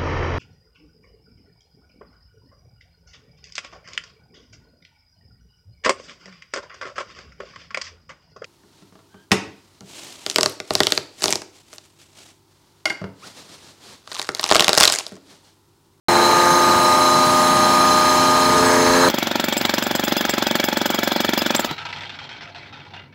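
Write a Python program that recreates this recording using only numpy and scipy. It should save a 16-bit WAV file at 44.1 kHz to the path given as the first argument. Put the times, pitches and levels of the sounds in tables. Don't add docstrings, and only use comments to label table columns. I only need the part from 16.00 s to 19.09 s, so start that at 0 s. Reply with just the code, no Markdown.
import sys
import numpy as np
from scipy import signal
from scipy.fft import rfft, irfft, next_fast_len
from scipy.io import wavfile
from scipy.ndimage import uniform_filter1d, map_coordinates

SR = 44100
rng = np.random.default_rng(int(sys.argv[2]) if len(sys.argv) > 2 else 0)


def output_pcm(signal):
    pcm = np.clip(np.atleast_2d(signal).T, -1, 1) * 32767
    wavfile.write(sys.argv[1], SR, np.round(pcm).astype(np.int16))


def undo_db(level):
    steps = np.asarray(level, float) / 20
    return 10 ** steps


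N = 136269
STEP = 32

SHAFT_HZ = 29.2275
VANES = 3

# [t/s, place (0 motor, .5 beside it, 1 a step back, 2 tank), extra distance/m]
CAMERA_PATH = [(.15, 0.025, -0.017), (.35, 0.45, -0.019), (.6, 0.66, 0.0045), (.9, 0.77, 0.049),
               (1.2, 1.02, 0.075), (1.6, 1.01, 0.1), (2.0, 1.06, 0.079), (2.4, 1.22, 0.059),
               (2.67, 1.76, -0.022), (2.9, 1.86, -0.084), (3.09, 1.97, -0.15)]
PLACES = {3: (0, 1, 2), 4: (0, .5, 1, 2), 5: (0, .5, 1, 1.6, 2)}
# [shaft order, level/dB at each place from motor to tank]
VANE_ORDERS = [(6, -59, -52, -45.5, -35), (9, -47, -34.5, -29, -22.5), (12, -22, -25, -30, -28, -24.5),
               (15, -30, -35.5, -38, -26, -22), (18, -31.5, -28, -36, -38, -21),
               (21, -30, -31.5, -25, -24.5), (24, -30, -31.5, -39, -44), (27, -27, -31.5, -30, -35),
               (30, -22.5, -20.5, -26.5, -28), (33, -31, -30, -29.5, -29.5), (36, -31, -30.5, -31.5, -31),
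               (39, -29, -29.5, -33, -45), (42, -25, -18.5, -17, -21.5, -28.5), (44.5, -46, -38, -35, -35),
               (47.5, -49, -57, -48, -54), (51.5, -49, -47, -64, -52), (54, -44, -33, -39.5, -34.5),
               (57, -36, -32, -41, -28.5), (60, -49, -34, -49, -33), (63, -37, -39, -47, -39)]
# [shaft order, level/dB at each place from motor to tank]
ROTOR_ORDERS = [(8, -33, -37, -35, -33), (11, -39, -43, -37, -51), (22, -38, -39, -43, -37),
                (26, -52, -41, -39, -46), (29, -36, -38, -39, -37), (31, -28, -30, -38, -31, -46),
                (32, -36, -43, -37, -33), (34, -31, -34, -42, -35), (44, -39, -42, -35, -39),
                (52, -44, -40, -44, -41)]
# [shaft order, level/dB]
PLAIN_ORDERS = [(7, -41), (10, -43), (13, -44), (16, -52), (17, -42), (20, -47), (23, -43), (28, -41),
                (35, -41), (37, -43), (40, -41), (43, -41), (46, -43), (47, -41), (53, -44), (56, -42),
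                (58, -44), (59, -43), (62, -47), (64, -51), (66, -45), (69, -46), (73, -47), (75, -46),
                (78, -47), (84, -48), (107, -45), (108, -49)]
# [f/Hz, level/dB]
WEAK_ORDERS = [(50, -51.5), (400, -47.5), (1100, -46), (1700, -55), (2300, -51.5), (3100, -56.5),
               (3500, -50.5)]
# [f/Hz, level/dB per Hz]
ROAR_MOTOR = [(30, -79), (70, -64), (170, -53.5), (550, -52.5), (1150, -53), (1900, -56), (3500, -68.5),
              (15500, -140)]
ROAR_BACK = [(30, -91), (70, -60.5), (170, -53.5), (550, -60), (1150, -53), (1900, -65), (3500, -67),
             (15500, -140)]
ROAR_TANK = [(30, -76), (70, -55.5), (170, -51), (550, -55.5), (1150, -51), (1900, -56.5), (3500, -67.5),
             (15500, -140)]
# [f/Hz, level/dB per Hz]
OIL_SPRAY = [(2000, -71), (3500, -73), (5000, -66), (7500, -68.5), (10000, -73), (11000, -75.5),
             (14000, -76), (15700, -78.5)]
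# [f/Hz, width/Hz, level/dB at each place from motor to tank]
CASING = [(3783, 150, -37, -38.5, -36), (4233, 150, -29, -35.5, -35.5, -33.5, -33),
          (4582, 250, -43, -37.5, -35), (5172, 118, -41, -40, -38.5, -31, -39),
          (5368, 190, -37.5, -37, -40), (6533, 370, -38, -37, -34), (7135, 120, -39, -39, -39),
          (8900, 500, -41, -44.5, -44), (9880, 170, -48, -48.5, -43), (10320, 120, -52, -50, -50),
          (10500, 300, -51, -46, -45), (12600, 300, -52, -52, -48)]
# [t/s, centre f/Hz, level/dB]
RING_LOW = [(0.1, 4100, -25.5), (0.19, 4060, -26), (0.27, 4060, -22.5), (0.29, 4080, -27),
            (0.32, 4040, -21.5), (0.36, 4090, -33), (0.37, 4055, -28.5), (1.3, 4044, -27),
            (1.36, 4090, -37), (1.4, 4060, -28.5), (1.81, 4060, -29), (1.82, 4080, -30.5),
            (2.44, 4104, -29), (2.81, 4110, -37), (2.82, 4040, -30), (3.09, 4090, -28)]
RING_MID = [(0.1, 6320, -38), (0.54, 6250, -29.5), (0.85, 6320, -42), (0.94, 6250, -35), (1.6, 6340, -36),
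            (1.61, 6290, -30), (1.7, 6290, -38), (2.07, 6280, -32), (2.41, 6290, -38), (2.86, 6300, -31),
            (3.09, 6370, -35)]
RING_HIGH = [
    (0.1, 8040, -47),
    (0.12, 8050, -45),
    (0.62, 8040, -46),
    (0.67, 8060, -37),
    (1.76, 8050, -45),
    (1.78, 8000, -48),
    (2.75, 8030, -37),
    (2.91, 8030, -47),
    (3.06, 8000, -37),
    (3.09, 8040, -43),
]
# [t/s, f/Hz, level/dB]
WHINE = [(0.1, 10486, -47), (0.28, 10477, -54), (0.5, 10476, -40.5), (0.67, 10471, -48),
         (0.89, 10476, -40.5), (1.66, 10477, -37.5), (2.16, 10479, -46), (2.31, 10540, -39),
         (2.36, 10471, -51), (2.74, 10486, -43), (2.76, 10475, -51), (3.09, 10481, -40)]
# [t/s, low f/Hz, high f/Hz, level/dB]
SPLITS = [
    (1.347, 13000, 14600, -47),
    (1.44, 11000, 12600, -46),
    (1.509, 8900, 10500, -39),
    (1.881, 13800, 15300, -47),
    (1.881, 4100, 5300, -33),
    (2.09, 12300, 14600, -44),
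    (2.09, 4600, 5900, -33),
    (2.113, 11700, 13200, -45),
    (2.183, 11000, 13300, -42),
    (2.183, 8900, 10500, -40),
]
# [t/s, peak level/dB, length/s]
PUFFS = [
    (2.908, -26, 0.0027),
    (2.952, -29, .004),
    (3.049, -35, .004),
]


def unit(x):
    return x / np.sqrt(np.mean(x ** 2) + 1e-20)


def along(points, hz):
    f, value = np.transpose(points)
    return np.interp(np.log(hz + 1), np.log(f + 1), value)


def slowly(rate):
    knots = rng.standard_normal(int(N * rate / SR) + 4)
    return map_coordinates(knots, [np.arange(0, N, STEP) * rate / SR])


def full(coarse):
    return np.interp(np.arange(N), np.arange(0, N, STEP), coarse)


def wobble(rate):
    return full(slowly(rate))


def filtered(x, response):
    size = next_fast_len(N + 8192)
    gain = response(np.fft.rfftfreq(size, 1 / SR))
    return irfft(rfft(x, size) * gain, size)[..., :N]


def patchy(patchy_db):
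    z = signal.stft(rng.standard_normal(N), nperseg=512)[2]
    field = uniform_filter1d(rng.standard_normal(z.shape), size=5, axis=0)
    field = uniform_filter1d(field, size=16, axis=1)
    noise = signal.istft(z * undo_db(patchy_db * unit(field)), nperseg=512)[1][:N]
    return unit(noise) * np.sqrt(SR / 2)


def walk():
    s, place, metres = np.transpose(CAMERA_PATH)
    t = np.arange(N) / SR
    return [uniform_filter1d(np.interp(t, s, v), size=4410) for v in (place, metres)]


def here(place, values):
    return np.interp(place, PLACES[len(values)], values)


def order_phase(k):
    offset = k if k % VANES else k - np.clip(k, 9, 18)
    phase = np.pi * (1.5 + 0.14 * offset ** 2)
    if k % VANES:
        phase = phase + 0.5 * wobble(3.02)
    return phase


def orders(place, metres):
    jitter_rad, scatter_db = .002, 1.5
    drift_db, shimmer_db, weak_drift_db = .4, .7, 2.8
    heard_at = np.arange(N) / SR - metres / 343
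    turn = 2 * np.pi * SHAFT_HZ * heard_at + jitter_rad * wobble(25)
    strong = {round(k): levels for k, *levels in [*VANE_ORDERS, *ROTOR_ORDERS]}
    plain = {round(k): db for k, db in PLAIN_ORDERS}
    out = np.zeros(N)
    for k in range(2, 120):
        slow = slowly(1.89)
        if k in strong:
            db = here(place[::STEP], strong[k]) + drift_db * slow + shimmer_db * slowly(14)
        else:
            weak_db = along(WEAK_ORDERS, k * SHAFT_HZ) + scatter_db * rng.standard_normal()
            db = plain.get(k, weak_db) + weak_drift_db * slow
        out += full(undo_db(db)) * np.sin(k * turn + order_phase(k))
    return np.sqrt(2) * out


def roar(place):
    pulse_depth = .2
    vane_turn = 2 * np.pi * VANES * SHAFT_HZ * np.arange(N) / SR
    air = patchy(patchy_db=1.5) * (1 - pulse_depth * np.cos(vane_turn))
    out = np.zeros(N)
    for share, colour in zip(np.eye(3), (ROAR_MOTOR, ROAR_BACK, ROAR_TANK)):
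        view = filtered(air, lambda hz: undo_db(along(colour, hz)))
        out += here(place, share) * view
    return out


def casing(place):
    drift_db, flutter_db = .8, 1.2
    out = filtered(patchy(patchy_db=2.0), lambda hz: undo_db(along(OIL_SPRAY, hz)))
    for hz, width_hz, *levels in CASING:
        ring = filtered(rng.standard_normal(N), lambda f: 1 / (1 + (2 * (f - hz) / width_hz) ** 2))
        db = here(place[::STEP], levels) + drift_db * slowly(2.59) + flutter_db * slowly(45)
        out = out + unit(ring) * full(undo_db(db))
    return out


def rings():
    t, out = np.arange(N) / SR, np.zeros(N)
    widths_hz, trims_db = (122, 130, 60), (0.5, -0.5, -1)
    for curve, width_hz, trim_db in zip((RING_LOW, RING_MID, RING_HIGH), widths_hz, trims_db):
        s, hz, db = np.transpose(curve)
        turn = 2 * np.pi * np.cumsum(np.interp(t, s, hz)) / SR
        a, b = filtered(rng.standard_normal((2, N)), lambda f: 1 / (1 + (2 * f / width_hz) ** 2))
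        ring = unit(a * np.cos(turn) + b * np.sin(turn))
        out += ring * undo_db(np.interp(t, s, db) + trim_db)
    return out


def whine():
    wander_hz, flutter_db, trim_db = 7, 1.8, -1.5
    s, hz, db = np.transpose(WHINE)
    t = np.arange(N) / SR
    pitch = np.interp(t, s, hz) + wander_hz * wobble(60.1)
    tone = np.sin(2 * np.pi * np.cumsum(pitch) / SR)
    level_db = np.interp(t, s, db) + trim_db + flutter_db * wobble(14)
    return np.sqrt(2) * tone * undo_db(level_db)


def splits():
    length_s = .046
    t, out = np.arange(N) / SR, np.zeros(N)
    for s, low_hz, high_hz, db in SPLITS:
        band = filtered(rng.standard_normal(N), lambda hz: (hz > low_hz) & (hz < high_hz))
        swell = np.cos(np.pi * np.clip((t - s) / length_s, -.5, .5)) ** 2
        out += undo_db(db) * unit(band) * swell
    return np.array([out, -out])


def puffs():
    t, out = np.arange(N) / SR, np.zeros(N)
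    for s, db, length in PUFFS:
        u = (t - s) / length
        out += undo_db(db) * 1.7 * u * np.exp(-u ** 2 / 2)
    return out


def scene():
    place, metres = walk()
    mono = orders(place, metres) + roar(place) + casing(place) + rings() + whine() + puffs()
    return np.array([mono, mono])


def low_pass(x):
    return signal.sosfilt(signal.butter(12, 17030, fs=SR, output="sos"), x)


def record(dry):
    low_cut_hz, top_hz = 35, 15740
    start_s, fade_s = .0841, 0.00018
    x = filtered(dry, lambda hz: (hz < top_hz) * hz ** 2 / (hz ** 2 + low_cut_hz ** 2))
    x = x * np.clip((np.arange(N) / SR - start_s) / fade_s, 0, 1)
    return low_pass(x + splits())


dry = scene()
out = record(dry)
output_pcm(out)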